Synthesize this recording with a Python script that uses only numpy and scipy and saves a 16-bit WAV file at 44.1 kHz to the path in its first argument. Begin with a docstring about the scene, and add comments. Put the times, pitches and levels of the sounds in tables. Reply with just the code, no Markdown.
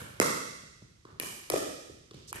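"""Pickleball rally in a large indoor hall

Heard from beside the net post: an opening bounce already dying away, then two paddle strokes and two bounces.
Each impact is a few milliseconds of noise crack, a thump falling in pitch and damped sine modes;
delayed reflections follow, then a long tail of stereo noise that fades at its own rate in each frequency.
Soft low knocks, mostly footfalls, and a shoe's scuff are shaped noise, over quiet steady ventilation noise."""
import sys
import numpy as np
from scipy import signal
from scipy.fft import rfft, irfft
from scipy.io import wavfile

SR = 44100
rng = np.random.default_rng(int(sys.argv[2]) if len(sys.argv) > 2 else 0)


def pcm_store(signal):
    """Save signal as 16-bit PCM."""
    levels = np.round(np.clip(np.atleast_2d(signal), -1, 1) * 32767)
    wavfile.write(sys.argv[1], SR, levels.astype(np.int16).T)


N = 105840  # scene length in samples
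SIZE = 2048  # samples in a noise frame and in a filter
FREQS = np.arange(SIZE // 2 + 1) * SR / SIZE + 1e-3  # Hz, kept above zero for the logarithms
T = np.arange(2 * SIZE) / SR  # seconds since a contact
TAIL_S = 1.4


def amp(db):
    """Decibels to gain."""
    return 10 ** (np.asarray(db) / 20)


def curve(points, f=FREQS):
    """Read (Hz, value) points on a log-frequency axis."""
    hz, value = np.array(points, float).T
    return np.interp(np.log(f), np.log(hz), value)


def shape(x, gain):
    """Filter by a response given for every frequency."""
    impulse = irfft(gain).reshape((1,) * (x.ndim - 1) + (-1,))
    return signal.fftconvolve(x, impulse, axes=-1)[..., :x.shape[-1]]


def unit(gain):
    """Scale a filter so that it keeps the power of white noise."""
    return gain / np.sqrt(np.mean(np.abs(gain) ** 2))


def causal(db):
    """Minimum-phase filter with the given levels: nothing sounds before the blow."""
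    cepstrum = irfft(np.log(amp(db)))
    cepstrum[1:SIZE // 2] *= 2
    cepstrum[SIZE // 2 + 1:] = 0
    return np.exp(rfft(cepstrum))


def hump(hz, octaves):
    """A broad resonance in dB, about 8 dB down at the given octaves from its centre."""
    return -10 * np.log10(1 + (np.log2(FREQS / hz) / octaves) ** 2) * np.e


def fade(t, t60):
    """Exponential decay that loses 60 dB in t60 seconds."""
    return np.exp(-np.log(1000) * t / t60)


def sides(db):
    """Left and right gains for a level difference."""
    return amp(np.array([[1], [-1]]) * db / 2)


def add(out, x, s):
    """Mix a sound in at time s; whatever falls outside the scene is cut."""
    i = int(round(s * SR))
    x = x[..., max(-i, 0):N - i]
    out[..., max(i, 0):max(i, 0) + x.shape[-1]] += x


def add_direct(out, x, s, pan_db):
    """A sound straight from the court reaches the right port of the microphone first."""
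    port_lag_s = .00024
    left, right = sides(pan_db) * x
    add(out[0], left, s + port_lag_s)
    add(out[1], right, s)


def diffuse(db, length_s, dying=False):
    """Stereo noise from all over the hall, in overlapping frames; if dying, each frequency fades at its own rate."""
    # time to fade by 60 dB at each frequency, very short in the extreme treble: f/Hz, t60/s
    decay_times = [(60, 1.0), (150, .9), (450, .82), (1000, .78), (2000, 1.08), (4000, 1.23), (6000, 1.17),
                   (8000, .98), (12000, .72), (14000, .2)]
    # likeness of the two ports: f/Hz, left-right correlation
    likeness = [(60, .94), (180, .85), (380, .05), (700, -.4), (1300, -.3), (2100, -.35), (3000, 0),
                (8000, 0), (9400, .2), (10100, -.98), (10600, -.98), (11200, .6), (12000, .85)]
    # lean of the hall to one side: f/Hz, left-right level/dB
    balance = [(100, -.5), (380, -1), (700, -2.5), (2400, -2.6), (4400, -5.7), (8000, -2.8), (12000, 0)]
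    n, hop = int(length_s * SR), SIZE // 2
    count = n // hop + 2
    mid, side = rfft(rng.standard_normal((2, count, SIZE)))
    correlation = np.clip(curve(likeness), -.99, .99)
    width = np.sqrt((1 - correlation) / (1 + correlation))
    gain = unit(amp(db)) / np.sqrt(1 + width ** 2)
    if dying:
        frame_s = np.arange(count)[:, None] * hop / SR
        gain = gain * fade(frame_s, curve(decay_times))
    spectra = np.array([mid + width * side, mid - width * side])
    spectra = spectra * gain * sides(curve(balance))[:, None]
    frames = irfft(spectra) * np.sin(np.pi * np.arange(SIZE) / SIZE)
    overlapped = frames[:, :-1, hop:] + frames[:, 1:, :hop]
    return overlapped.reshape(2, -1)[:, :n]


def ventilation():
    """Quiet, steady air noise from all round, strongest in the lows."""
    # tone of the air noise: f/Hz, level/dB
    vent_colour = [(20, -24), (60, 0), (120, -8), (250, -16), (500, -25), (1000, -26), (3000, -26),
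                   (6000, -26), (12000, -35), (14000, -60)]
    level_db = -65
    return amp(level_db) * diffuse(curve(vent_colour), N / SR + 1)[:, :N]


def hall(db, swell_s, length_s):
    """Tail after one impact: grainy as it builds, smooth as it dies."""
    gap_s, grain_db, grain_fade_s = .006, 4, .09
    tail = diffuse(db, length_s, dying=True)
    t = np.arange(tail.shape[1]) / SR
    coarse_t = t[::64]
    grain = np.interp(t, coarse_t, rng.standard_normal(len(coarse_t)))
    spread = np.log(amp(grain_db)) * np.exp(-t / grain_fade_s)
    flicker = np.exp(spread * grain - spread ** 2)
    swell = 1 - np.exp(-np.maximum(t - gap_s, 0) / swell_s)
    return tail * flicker * swell


def thump(start_hz, end_hz, glide_s, peak_s):
    """A few cycles that swell and die while their pitch drops: the hollow 'pock' of a contact."""
    hz = end_hz + (start_hz - end_hz) * np.exp(-T / glide_s)
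    envelope = (T / peak_s * np.exp(1 - T / peak_s)) ** 2
    return np.sin(2 * np.pi * np.cumsum(hz) / SR) * envelope


def ring(modes):
    """Damped modes after one blow, neighbours swinging in opposite directions."""
    total = np.zeros(len(T))
    for k, (hz, db, t60) in enumerate(modes):
        total += (-1) ** k * amp(db) * np.sin(2 * np.pi * hz * T) * fade(T, t60)
    return total


def crack(air):
    """The snap of hard contact: a very short noise burst, bright, with a shelf of air on top."""
    # tone of the snap: f/Hz, level/dB
    crack_colour = [(500, -25), (2500, -8), (4000, -2), (6000, 0), (9000, 0), (13000, -1), (16000, -4)]
    t60_s, rise_s = .0042, .0001
    burst = rng.standard_normal(len(T)) * fade(T, t60_s) * (1 - np.exp(-T / rise_s))
    return shape(burst, unit(causal(curve(crack_colour))) * causal(air))


def scatter(x):
    """A reflection off curtains and net: part mirror image, part smear that differs between the ports."""
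    smear_t60_s, share = .02, .55  # share of the power that is smeared
    smear = rng.standard_normal((2, SIZE)) * fade(T[:SIZE], smear_t60_s)
    smear /= np.sqrt(np.sum(smear ** 2, axis=1, keepdims=True))
    smeared = signal.fftconvolve(x[None], smear, axes=-1)[:, :len(x)]
    return np.sqrt(1 - share) * x + np.sqrt(share) * smeared


def impact_bodies():
    """What sounds in each impact: its thump, its ringing modes and the colour it radiates into the hall."""
    # low thump of each contact: start f/Hz, end f/Hz, glide/s, time to peak/s
    right_floor = (1900, 500, .0015, .0008)
    right_face = (950, 180, .0023, .0024)
    left_floor = (850, 170, .0022, .002)
    left_face = (900, 260, .0035, .0034)
    # ringing modes of the ball's shell and of each paddle: f/Hz, level/dB, t60/s
    shell = [(1040, -13, .012), (1830, -2, .012), (2400, 0, .015), (2960, -4, .012)]
    right_paddle = [(930, -16, .012), (1330, -7, .011), (2060, 0, .013), (2680, -10, .01)]
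    left_paddle = [(900, -2, .012), (1270, -2, .016), (1850, -3, .012), (2400, 0, .014)]
    # colour radiated into the hall by each impact: f/Hz, level/dB
    opening_bounce = [(41, -30), (100, 3), (380, -7), (550, 3), (680, -5), (950, -3), (1170, -15),
                      (1450, 1), (1780, -3), (1950, -14), (2300, -4), (2600, -14), (2850, -9), (4600, -20),
                      (9500, -13)]
    right_stroke = [(41, -49), (70, -19), (180, -2), (240, -5), (340, -5), (490, 0), (650, -6), (770, -19),
                    (900, -7), (980, -10), (1120, -1), (1350, -2), (1720, -17), (1960, -5), (2150, -7),
                    (2390, -25), (2640, -13), (3000, -27), (3300, -17), (3650, -22), (3950, -17),
                    (4300, -20), (5600, -16), (9500, -17), (20900, -17)]
    left_bounce = [(41, -43), (70, -13), (170, -2), (266, -5), (341, 1), (480, -6), (900, -7), (1040, -2),
                   (1480, -12), (1850, -4), (2080, -15), (2390, 0), (2650, -15), (2900, -3), (3400, -16),
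                   (6000, -11), (9500, -10)]
    left_stroke = [(41, -52), (70, -22), (140, -12), (215, -14), (285, -2), (430, -1), (610, -1),
                   (800, -12), (1030, -23), (1250, -6), (1540, -26), (1720, -16), (1950, -16), (2200, -28),
                   (2400, -16), (2770, -26), (3020, -20), (4300, -26), (5200, -21), (9500, -23)]
    right_bounce = [(41, -30), (70, 0), (250, -9), (340, -4), (750, -11), (950, -4), (1400, -10),
                    (1800, -3), (2070, -13), (2380, -4), (2650, -14), (2950, -9), (3500, -19), (4600, -21),
                    (7000, -17), (9500, -18)]
    return {"opening bounce": (right_floor, shell, opening_bounce),
            "right stroke": (right_face, right_paddle, right_stroke),
            "left bounce": (left_floor, shell, left_bounce),
            "left stroke": (left_face, left_paddle, left_stroke),
            "right bounce": (right_floor, shell, right_bounce)}


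def impacts(table):
    """The plastic ball cracks against a surface, thumps and rings; reflections and the hall answer."""
    # distinct reflections, relative to the direct sound:
    # impact, delay/s, thump level/dB, modes level/dB, crack level/dB
    echoes = [("right stroke", .0145, -12, -6, -11), ("right stroke", .0275, -18, -12, -17),
              ("right stroke", .0495, -17, -20, -25), ("right stroke", .102, -17, -19, -28),
              ("left stroke", .003, -20, -10, -13), ("left stroke", .013, -12, -11, -17),
              ("left stroke", .0368, 8, -9, -17), ("left stroke", .0605, 0, -6, -24),
              ("left bounce", .004, -12, -10, -15), ("left bounce", .0138, -5, -10, -22),
              ("left bounce", .0345, -1, -8, -16), ("right bounce", .003, -20, -8, -13),
              ("right bounce", .0155, -19, -10, -22), ("right bounce", .029, -18, -8, -9),
              ("right bounce", .0345, -18, -5, -6)]
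    air_hz, flat_above_hz, hall_air_share = 9500, 9400, .45
    bodies = impact_bodies()
    out = np.zeros((2, N))
    for name, (s, low_db, upper_db, crack_db, air_db, pan_db, hall_db, swell_s) in table.items():
        contact, modes, radiated = bodies[name]
        air = air_db / (1 + (air_hz / FREQS) ** 8)  # high shelf, in dB
        low = amp(low_db) * thump(*contact)
        upper = amp(upper_db) * ring(modes)
        snap = amp(crack_db) * crack(air)
        add_direct(out, low + upper + snap, s, pan_db)
        for source, delay_s, echo_low_db, echo_upper_db, echo_crack_db in echoes:
            if source == name:
                smeared = scatter(amp(echo_upper_db) * upper + amp(echo_crack_db) * snap)
                # the long waves of the thump come back whole
                add(out, amp(echo_low_db) * low + smeared, s + delay_s)
        # the radiated colour runs level above flat_above_hz
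        colour = curve(radiated, np.minimum(FREQS, flat_above_hz)) + hall_air_share * air
        add(out, amp(hall_db) * hall(colour, swell_s, TAIL_S), s)
    return out


def floor_bounces():
    """The ball's hollow shell rings as it hits the court; the opening bounce falls before the scene starts."""
    # bounces by name: t/s, thump level/dB, shell level/dB, crack level/dB, air shelf/dB,
    # left-right level/dB, hall level/dB, hall swell/s
    bounces = {"opening bounce": (-.07, -24, -32, -31, 8, 0, -37, .02),
               "left bounce": (1.1988, -34, -26, -19, 12, 2, -30, .022),
               "right bounce": (2.3283, -24, -35, -27.5, 9, -3, -38.5, .011)}
    return impacts(bounces)


def soft_knocks():
    """Soft low knocks, mostly footfalls: a falling thump with four bands of decaying noise and a hall tail."""
    # soft low knocks: footfalls, and at .634 and 1.897 likely far-wall echoes of the strokes:
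    # t/s, knock level/dB, low thump level/dB, slap level/dB, tap level/dB, grit level/dB
    knocks = [(.014, -44, -38, -45, -42, -50), (.634, -53, -51, -55, -58, -72),
              (.820, -49, -47, -55, -62, -74), (1.051, -57, -50, -48, -46, -57),
              (1.126, -64, -47, -55, -57, -78), (1.897, -46, -46, -45, -62, -70),
              (2.110, -53, -52, -47, -52, -49), (2.142, -48, -44, -48, -61, -49),
              (2.320, -45, -58, -60, -66, -74)]
    # noise parts (low thump, slap, tap, grit): centre f/Hz, half-width/octaves, t60/s
    noise_parts = [(120, .7, .07), (360, .55, .035), (1150, .45, .02), (3500, 1.0, .035)]
    # pitch of the knock: start f/Hz, end f/Hz, glide/s, time to peak/s
    knock_pitch = (800, 250, .0025, .0032)
    hall_db, swell_s, pan_db = -9, .015, -2
    out = np.zeros((2, N))
    filters = [unit(causal(hump(hz, octaves))) for hz, octaves, t60 in noise_parts]
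    for s, knock_db, *levels_db in knocks:
        gains = [amp(db) * part for db, part in zip(levels_db, filters)]
        knock = amp(knock_db) * thump(*knock_pitch)
        for gain, (hz, octaves, t60) in zip(gains, noise_parts):
            knock += shape(rng.standard_normal(len(T)) * fade(T, t60), gain)
        add_direct(out, knock, s, pan_db)
        power = sum(np.abs(gain) ** 2 for gain in gains)
        tail = hall(10 * np.log10(power), swell_s, TAIL_S / 2)
        add(out, amp(hall_db) * np.sqrt(power.mean()) * tail, s)
    return out


def paddle_strokes():
    """The ball is struck by each paddle in turn, and the paddle's own modes ring."""
    # strokes by name: t/s, thump level/dB, ring level/dB, crack level/dB, air shelf/dB,
    # left-right level/dB, hall level/dB, hall swell/s
    strokes = {"right stroke": (.1999, -13.5, -12, -6, 1, -2, -22, .006),
               "left stroke": (1.5005, -26, -26, -16, 8, 1, -24.5, .026)}
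    return impacts(strokes)


def slide():
    """A sole hisses briefly across the court: a band of noise that swells and stops."""
    start_s, length_s, level_db = 2.274, .042, -48
    out = np.zeros((2, N))
    hiss = diffuse(hump(hz=5800, octaves=.8), .1)
    progress = np.minimum(np.arange(hiss.shape[1]) / SR / length_s, 1)
    swell = np.sqrt(np.abs(np.sin(np.pi * progress)))
    add(out, amp(level_db) * swell * hiss, start_s)
    return out


def scene():
    """Bounces, strokes, soft knocks and a sliding sole over the ventilation."""
    ball = floor_bounces() + paddle_strokes()
    return ventilation() + ball + soft_knocks() + slide()


def record(dry):
    """The microphone falls away in the top octave, then has a steep cut."""
    # response of the microphone: f/Hz, level/dB
    mic_colour = [(20, 0), (9000, 0), (10300, -1), (11300, 0), (12300, -7), (13500, -26), (15000, -20),
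                  (16500, -28)]
    top_hz = 16500
    coloured = shape(dry, causal(curve(mic_colour)))
    steep_cut = signal.ellip(8, .2, 70, top_hz, fs=SR, output="sos")  # .2 dB ripple, 70 dB down
    return signal.sosfilt(steep_cut, coloured)


dry = scene()
out = record(dry)
pcm_store(out)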